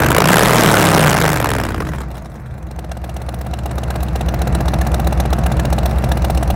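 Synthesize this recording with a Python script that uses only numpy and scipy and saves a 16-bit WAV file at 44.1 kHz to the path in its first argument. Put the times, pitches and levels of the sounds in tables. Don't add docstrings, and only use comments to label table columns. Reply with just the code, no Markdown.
import sys
import numpy as np
from scipy import signal
from scipy.io import wavfile
from scipy.ndimage import uniform_filter1d

SR = 44100
rng = np.random.default_rng(int(sys.argv[2]) if len(sys.argv) > 2 else 0)


def pcm_store(signal):
    levels = np.round(np.clip(np.atleast_2d(signal), -1, 1) * 32767)
    wavfile.write(sys.argv[1], SR, levels.astype(np.int16).T)


def elevation(decibels):
    levels = np.asarray(decibels, float)
    return 10 ** (levels / 20)


N = 288855
T = np.arange(N) / SR

# (time [s], throttle [0-1], share of idle running [0-1], smearing of puffs into flow [0-1])
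RIDER = [(0, 0.16, 0.05, 0.18), (.13, 0.07, 0.02, 0.01), (.17, 0.99, 0, 0.04), (.3, 0.99, 0, 0.02),
         (.395, 0.7, 0.01, 0.02), (.425, 0.05, 0.07, 0), (.56, 0.23, 0.14, 0), (.9, 0.11, 0.12, 0.02),
         (1.2, 0.05, 0.08, 0), (1.6, 0, 0.05, 0.09), (1.89, 0, 0.26, 0.63), (2.04, 0, 0.39, 0.1),
         (2.1, 0, 0.69, 0.48), (2.22, 0.5, 0.66, 0.37), (2.5, 0.76, 0.46, 0.8), (2.7, 0, 0.73, 0.32),
         (2.78, 0, 0.73, 0.01), (6.6, 0, 0.82, 0.03)]
# (time [s], speed [cycles/s])
SPEED = [(-.039, 22.777), (.219, 26.447), (.345, 38.937), (.534, 40.429), (1.18, 27.199), (1.914, 14.32),
         (1.956, 12.573), (2.342, 11.172), (2.57, 7.459), (3.005, 8.062), (3.831, 8.156), (4.451, 7.497),
         (5.149, 7.82), (5.601, 7.401), (5.959, 8.043), (6.023, 7.267), (6.198, 7.936), (6.7, 7.485)]
# (time [s], level [dB])
LOUDNESS = [(0, -14.5), (.13, -16), (.22, -18.5), (1.07, -15.5), (1.3, -17.5), (1.6, -20), (1.8, -20),
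            (2.03, -23), (2.28, -31), (2.55, -27), (3.4, -23), (4.55, -15), (5.2, -14.5), (6.55, -14.5)]
# (place [cycle], pipe lag [ms], idle [dB], closed throttle [dB], open throttle [dB], pop [dB],
# extra lag of a burnt charge [ms])
PUFFS = [
    (0.00091, 0.5, -4, -11, -2.5, -6.5, 0),
    (.426, -0.88, -9.5, -13.5, 0, 13.5, 2),
    (.2, 11.5, -35.5, -5, -31, -26, -1),
    (.51, 10.5, -58, -2.5, -30, -39, 0),
    (.795, -0.5, -13, -34, -62, 14, 2),
    (0.44, 11.5, -54, -44, -49, -51, 10),
]
# (time [s], change [dB])
ODD_FIRING = [(.078, -28), (.129, -3), (.144, -25), (.182, 1.5), (.205, 2.5), (.243, 2.5), (.297, 22),
              (.315, -6), (.326, 20), (.344, -1), (1.262, 3), (1.291, 1), (1.386, -5), (1.416, -6),
              (1.446, 2), (1.506, 1), (1.518, 5), (1.568, 2), (1.586, -1.5), (1.64, -2), (1.747, 2),
              (1.783, 1), (1.807, 9.5), (1.825, 12.5), (2.793, 3.5), (2.847, 2), (2.921, 3.5), (2.974, 2),
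              (3.046, 2.5), (3.265, -3), (3.415, -2.5), (3.662, 1), (3.786, -0.5), (3.838, -1), (4.032, -6),
              (4.083, -8.5), (4.131, -10), (4.214, 2), (4.29, -0.5), (4.345, 2.5), (4.476, 2.5), (4.743, 2),
              (4.817, 0), (5.13, 1.5), (5.204, 1), (5.389, -2.5), (5.436, 0), (5.466, -1), (5.522, 0),
              (5.732, 1.5), (5.788, 0), (5.861, -1.5), (5.911, -11.5), (5.958, -14), (5.987, -15),
              (6.044, -2), (6.222, 2.5), (6.303, 0), (6.379, -4), (6.431, 0.5)]
# (time [s], peak [dB])
STUMBLE_TICKS = [(0.145, -13), (1.8485, -18), (1.8672, -13.5), (1.8864, -12.5), (1.9165, -19),
                 (1.9329, -15), (1.946, -20), (1.956, -23), (1.9818, -21), (2.0026, -23.5), (2.0127, -24),
                 (2.0324, -34), (2.0827, -35), (2.1024, -33), (2.1124, -28), (2.142, -32.5), (2.152, -31),
                 (2.167, -31), (2.178, -29), (2.22, -37), (2.2445, -38), (2.2563, -32.5), (2.297, -44),
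                 (2.3155, -44), (2.3397, -42), (2.354, -39), (2.397, -47), (2.417, -58), (2.458, -45),
                 (2.5077, -49), (2.5388, -44), (2.578, -40), (2.625, -36.5), (2.666, -35), (2.6848, -48),
                 (2.7098, -26.5), (2.7596, -36)]
# (start [s], end [s])
STUMBLE_S = (1.84, 2.775)
# (time [s], peak [dB], pitch [Hz])
PINGS = [(1.7046, -11, 1480), (1.7435, -13, 1230), (1.825, -14, 1210), (1.8662, -30, 1700),
         (1.8881, -16, 1960), (1.9195, -27, 1500), (1.948, -23, 1480), (2.0054, -17, 1210),
         (2.0244, -25, 1160), (2.7906, -27, 1560), (2.9178, -21, 1570), (3.7803, -17, 1180),
         (3.9085, -18, 1600), (4.417, -18, 1260), (4.6803, -19, 1700), (4.815, -11.5, 1720),
         (5.3333, -10, 1290), (5.465, -12.5, 1610), (5.596, -11, 1690), (5.8581, -17, 1670),
         (6.117, -12, 1680)]

PUSHES = [
    (-0.005, -0.493, -0.276, 0.419, 0.067, 0.018),
    (0.163, -0.55, 0.465, 0.266, -0.291, -0.03),
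    (0.387, -0.427, 0.86, 0.327, 0.38, 0.026),
    (0.438, 0.438, 0.447, -0.307, 0.089, -0.028),
    (0.608, 1.35, 0.478, -0.705, -0.121, -0.009),
    (0.784, -2.11, 0.118, -0.232, -0.076, 0.03),
]
# (frequency [Hz], t60 [s])
PIPE_MODES = [(64.4, .25), (122.4, .55), (164.6, .23), (210.6, .17), (319, .3)]
PIPE_MODE_DB = [0, 0.5, 0.5, 5, 14]
# (frequency [Hz], gain [dB])
HOT_PIPE = [(20, -41), (40, -3), (60, 2.5), (120, 5), (155, 10), (200, -2), (311, 2), (420, -9),
            (520, -8.5), (800, -33)]
# (multiple of cycle rate [-], level [dB])
ORDERS = [(1, 10), (2, 5), (3, 7), (4, 0), (5, 5.5), (6, 2.5), (7, -7), (8, -12), (9, 0), (10, 1),
          (11, 3.5), (12, -13), (13, 6), (14, 2.5), (16, 0.5), (18, -1), (21, 0.5), (24, -17)]
# (time [s], span [s], multiple of cycle rate [-], change [dB])
SWELLS = [(.28, .07, 5, 6), (.44, .04, 5, 5), (.55, .22, 2, -6), (.58, .04, 6, 8), (.57, .06, 8, 10),
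          (.825, .05, 9, 10), (.83, .05, 11, 9), (1.02, .17, 5, 7), (.98, .08, 9, 5), (1.13, .04, 8, 13),
          (1.27, .07, 6, 9), (1.29, .05, 12, 8), (.95, .2, 3, 3), (.9, .12, 7, 6), (1.5, .12, 3, -3),
          (1.75, .12, 4, 4), (1.63, .05, 16, 6), (1.78, .15, 18, 5), (1.8, .13, 21, 5), (1.85, .12, 24, 4)]
# (frequency [Hz], width [Hz], level [dB])
CAVITY = [(690, 60, 5.5), (759, 98, 19.5), (1203, 40, 0), (1627, 70, -2.5), (1986, 58, -2), (2360, 61, -4)]

# (frequency [Hz], gain [dB])
IDLE_RASP = [(150, 5), (250, -10), (322, -1), (402, -10), (687, -2.5), (949, -13.5), (2240, -25),
             (2800, -24), (3640, -55), (6160, -120)]
REV_RASP = [(150, 3), (250, -6.5), (312, -6), (400, -4), (602, -4), (1590, -7.5), (2800, -17), (3640, -79),
            (6160, -120)]
# (frequency [Hz], gain [dB])
IDLE_HISS = [(1650, -45), (2800, -7.5), (3150, -18.5), (4090, -11), (4770, -25), (5850, -18), (6920, -24),
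             (7550, -20.5), (10800, -22.5), (16000, -25.5)]
REV_HISS = [(1650, -70), (2800, 0), (4700, -7), (5130, -5.5), (6070, -8), (7800, -7), (9500, -9),
            (11300, -8), (15000, -14), (16000, -11)]
# (frequency [Hz], gain [dB])
WHIR = [(2000, -32), (2800, -9.5), (4500, -6.5), (6500, -12.5), (10000, -28), (16000, -39)]
# (idle [dB], per speed doubling [dB], open throttle [dB], smeared [dB])
RASP_LAW = (-8, 5.5, 4, -9.5)
HISS_LAW = (-20, 7, 3.5, -16)
# (idle [dB], off idle [dB], per half doubling of speed above knee [dB], smeared [dB])
WHIR_LAW = (-17, 0, 4, 0)

IDLE_PER_S, KNEE_PER_S = 7.8, 31
PUSH_RISE_S = .0079
PUFF_LEAD_S, CRACK_SHARE = .0019, .5
CHIRP_TOP_HZ, CHIRP_END_HZ, CHIRP_GLIDE_S, CHIRP_FADE_S = 2600, 400, .0017, .006
CHIRP_SHARE, CHIRP_GONE_PER_S, STUMBLE_CHIRP_DB = 1.3, 32, -5
PING_RISE_S, PING_FADE_S, PING_DB = .0012, .0045, -4
ROUGH_DB, ROUGH_TURNS = 1.4, .045
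MIC_CUT_HZ, EDGE_HZ = 34, 15900


def column(table, index):
    return np.interp(T, np.transpose(table)[0], np.transpose(table)[index])


def steady(x):
    power = uniform_filter1d(uniform_filter1d(x ** 2, size=11400), size=5700)
    return x / np.sqrt(power + 1e-14)


def coloured(x, points):
    f, db = np.transpose(points)
    hz = abs(np.fft.fftfreq(2 ** 14, 1 / SR))
    log_gain = np.log(elevation(np.interp(np.log(hz + 1), np.log(f), db, -90, -90)))
    taps = np.fft.ifft(np.exp(np.conj(signal.hilbert(log_gain)))).real[:2 ** 12]
    return signal.oaconvolve(x, taps)[:N]


def idle_to_rev(drive, idle, idle_curve, rev_curve):
    return idle * steady(coloured(drive, idle_curve)) + (1 - idle) * steady(coloured(drive, rev_curve))


def clicks(times, sizes):
    out = np.zeros(N)
    inside = (times >= 0) & (times < T[-1])
    np.add.at(out, (times[inside] * SR).astype(int), sizes[inside])
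    return out


def crackly(spread_db):
    eddies = uniform_filter1d(rng.standard_normal(N), size=30) * np.sqrt(30)
    return rng.standard_normal(N) * elevation(spread_db * eddies)


def patchy(x, patchy_db, tilt_db):
    z = signal.stft(x, nperseg=2 ** 8)[2]
    field = rng.standard_normal(z.shape[::-1]).T
    slope = np.linspace(-.5, 1, len(z))[:, None] * uniform_filter1d(field[0], size=8) * np.sqrt(8)
    field = uniform_filter1d(uniform_filter1d(field, size=7, axis=0), size=8, axis=1) * np.sqrt(56)
    return signal.istft(z * elevation(patchy_db * field + tilt_db * slope), nperseg=2 ** 8)[1][:N]


def cycle_times():
    s = np.arange(SPEED[0][0], SPEED[-1][0], 1 / 2000)
    done = np.cumsum(np.interp(s, *np.transpose(SPEED))) / 2000
    starts = np.interp(np.arange(int(done[-1]) + 1), done - done[0], s)
    return starts[:-1], np.diff(starts)


def puff_trains():
    start, length = cycle_times()
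    place, lag_ms, idle_db, shut_db, open_db, pop_db, burn_ms = np.transpose(PUFFS)[..., None]
    at = start + place * length + lag_ms / 1e3
    throttle, idle = (np.interp(at, T, column(RIDER, index=k)) for k in (1, 2))
    chance = rng.standard_normal((len(start), len(PUFFS), 2)).T

    level_db = idle * idle_db + (1 - idle) * (shut_db + throttle * (open_db - shut_db))
    level_db = level_db + chance[0] * .7
    odd_db = sum(db * (abs(at - s) < .007) for s, db in ODD_FIRING)
    odd_db = odd_db - 90 * (at > STUMBLE_S[0]) * (at < STUMBLE_S[1])
    at = at + .0006 * chance[1] - PUFF_LEAD_S * (1 - idle) + burn_ms / 1e3 * np.maximum(throttle, idle)
    size = elevation(level_db + odd_db)
    pop_level_db = (level_db - .5 * chance[0]) * (4.0 - idle)
    pop = elevation(pop_level_db + 2.0 * odd_db + pop_db * idle + chance[1])

    tick_s, tick_db = np.transpose(STUMBLE_TICKS)
    tick = elevation(tick_db - np.interp(tick_s, *np.transpose(LOUDNESS)) - 5.5)
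    return np.append(at, tick_s + .00303), np.append(size, tick), np.append(pop, elevation(-13) * tick)


def flow(train, rise_ms, fall_ms, tail_db, tail_ms):
    ms = np.arange(-900, 3600) / SR * 1e3
    bell = np.exp(-(ms / np.where(ms < 0, rise_ms, fall_ms)) ** 2)
    leak = elevation(tail_db) * np.exp(-abs(ms) / tail_ms) * (ms > 0)
    return signal.oaconvolve(train, bell + leak)[900:N + 900]


def gas_speed(train, throttle, idle, smear):
    slow = flow(train, rise_ms=2.4, fall_ms=5.5, tail_db=-17.0, tail_ms=19.0)
    quick = flow(train, rise_ms=.21, fall_ms=.71, tail_db=3.0, tail_ms=2.33)
    burnt = flow(train, rise_ms=.47, fall_ms=3.5, tail_db=-35, tail_ms=3.7)
    thin = flow(train, rise_ms=1.3, fall_ms=2.4, tail_db=-22, tail_ms=10)
    smeared = flow(train, rise_ms=4.5, fall_ms=9.8, tail_db=-6.0, tail_ms=23)
    gas = idle * slow + (1 - idle) * ((1 - throttle) * quick + throttle * burnt)
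    gas = np.where((T > 2.06) & (T < STUMBLE_S[1]), thin, gas)
    return (1 - smear) * gas + smear * .43 * smeared


def brightness(law, throttle, smear):
    idle_db, speed_db, open_db, smear_db = law
    doublings = np.log2(column(SPEED, index=1) / IDLE_PER_S)
    return elevation(idle_db + speed_db * doublings + open_db * throttle + smear_db * smear)


def whir(idle, smear, throttle):
    idle_db, off_db, speed_db, smear_db = WHIR_LAW
    doublings = np.log2(np.maximum(column(SPEED, index=1) / KNEE_PER_S, 1))
    level_db = idle_db + off_db * (1 - idle) + smear_db * smear + speed_db * 2 * (1 - throttle) * doublings
    return elevation(level_db) * steady(coloured(crackly(2.6), WHIR))


def pings():
    out, t = np.zeros(N), T[:1200]
    for s, db, hz in PINGS:
        ring = np.tanh(t / PING_RISE_S) * np.exp(-t / PING_FADE_S) * np.sin(2 * np.pi * hz * t)
        part = out[round(s * SR):][:len(t)]
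        part += elevation(db + PING_DB) * ring
    return out


def hiss(idle, gas, train, smear, throttle):
    drive = patchy(crackly(1.9) * (gas + elevation(-40)), patchy_db=2.6, tilt_db=3.5)
    jet = idle_to_rev(drive, idle, IDLE_HISS, REV_HISS)
    fast = np.clip(column(SPEED, index=1) / 24, 0, 1) ** 2
    crack = CRACK_SHARE * (1 - idle) * fast * steady(coloured(train, REV_HISS))
    return steady(jet + crack + whir(idle, smear, throttle))


def chirps(at, size):
    t = T[:900]
    hz = CHIRP_END_HZ + (CHIRP_TOP_HZ - CHIRP_END_HZ) * np.exp(-t / CHIRP_GLIDE_S)
    pop = np.minimum(t * 2000, 1) * np.exp(-t / CHIRP_FADE_S) * np.sin(2 * np.pi * np.cumsum(hz) / SR)
    slowness = np.clip(1 - column(SPEED, index=1) / CHIRP_GONE_PER_S, .05, 1)
    uneven_db = 1.4 * rng.standard_normal(len(size)) + STUMBLE_CHIRP_DB * (at > STUMBLE_S[0])
    train = clicks(at - .0012, size * elevation(uneven_db))
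    return -CHIRP_SHARE * 2 * slowness * steady(signal.oaconvolve(train, pop)[:N])


def cavity_pops(at, pop):
    t = T[:900]
    knock = sum(elevation(db) * np.exp(-np.pi * width * t) * np.sin(2 * np.pi * hz * t + .18)
                for hz, width, db in CAVITY)
    return signal.oaconvolve(clicks(at - .0036, pop), knock)[:N]


def rasp(at, size, pop, idle, gas):
    drive = crackly(1.9) * (gas + elevation(-2.5 - 4.64 * (3.0 - idle)))
    noise = idle_to_rev(drive, idle, IDLE_RASP, REV_RASP)
    pops = .7 * idle * steady(cavity_pops(at, pop))
    fronts = .13 * steady(coloured(clicks(at, size), REV_RASP))
    return steady(noise + pops + (1 - idle) * (fronts + (1 - idle) * chirps(at, size)))


def orders():
    start, length = cycle_times()
    speed = uniform_filter1d(np.interp(T, start + length / 2, 1 / length), size=2000)
    turns, out = np.cumsum(speed) / SR, 0
    for multiple, db in ORDERS:
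        waver = np.interp(T, start, rng.standard_normal(len(start)))
        waver = waver * np.clip(speed / KNEE_PER_S, .8, 2) ** 2
        swell_db = sum(gain_db * np.exp(-((T - s) / span) ** 2)
                       for s, span, k, gain_db in SWELLS if round(k) == round(multiple))
        phase = round(multiple) * turns + rng.random() + ROUGH_TURNS * waver
        out = out + elevation(db + swell_db + ROUGH_DB * waver) * np.sin(2 * np.pi * phase)
    return coloured(out, HOT_PIPE)


def cool_pipe():
    start, length = cycle_times()
    place, *pushes = np.transpose(PUSHES)[..., None]
    vary = elevation(.5 * rng.standard_normal((len(start), len(PUSHES))).T)
    times = (start + place * length).ravel()
    t, out = T[:SR // 2], 0
    for push, db, (hz, t60) in zip(pushes, PIPE_MODE_DB, PIPE_MODES):
        train = clicks(times, (push * vary).ravel())
        mode = elevation(db - 60 * t / t60) * np.sin(2 * np.pi * hz * t) * np.tanh(t / PUSH_RISE_S)
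        out = out + signal.oaconvolve(train, mode)[:N]
    return out


def hot_pipe(at, size):
    thumps = steady(coloured(clicks(at, size), HOT_PIPE))
    rumble = steady(coloured(crackly(0), HOT_PIPE))
    return steady(orders()) + .25 * thumps + .16 * rumble


def boom(at, size, idle):
    slow = np.clip(2 - column(SPEED, index=1) / 15, 0, 1)
    cool_share = .1 + .6 * idle + .24 * slow + .12 * np.clip(5 * idle - 3, 0, 1)
    return steady(cool_share * steady(cool_pipe()) + (1 - cool_share) * hot_pipe(at, size))


def scene():
    at, size, pop = puff_trains()
    throttle, idle = column(RIDER, index=1), column(RIDER, index=2)
    smear = np.clip(column(RIDER, index=3), 0, 1)
    train = clicks(at, size)
    gas = gas_speed(train, throttle, idle, smear)
    size, pop = (v * (1 - .15 * np.interp(at, T, smear)) for v in (size, pop))
    pipes = brightness(HISS_LAW, throttle, smear) * hiss(idle, gas, train, smear, throttle)
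    pipes = pipes + brightness(RASP_LAW, throttle, smear) * rasp(at, size, pop, idle, gas)
    pipes = pipes + boom(at, size, idle)
    return (elevation(column(LOUDNESS, index=1)) * pipes + pings())[None]


def roll_off(x):
    return signal.sosfilt(signal.butter(12, 17000, fs=SR, output="sos"), x)


def record(dry):
    dry = signal.filtfilt(*signal.butter(2, MIC_CUT_HZ, "high", fs=SR), dry)
    limited = dry / (1 + abs(dry) ** 6) ** (1 / 6)
    edge = signal.firwin(255, EDGE_HZ, window=("kaiser", 5), fs=SR)[None]
    mix = signal.oaconvolve(limited, edge, "same")
    return roll_off(mix)


dry = scene()
out = record(dry)
pcm_store(out)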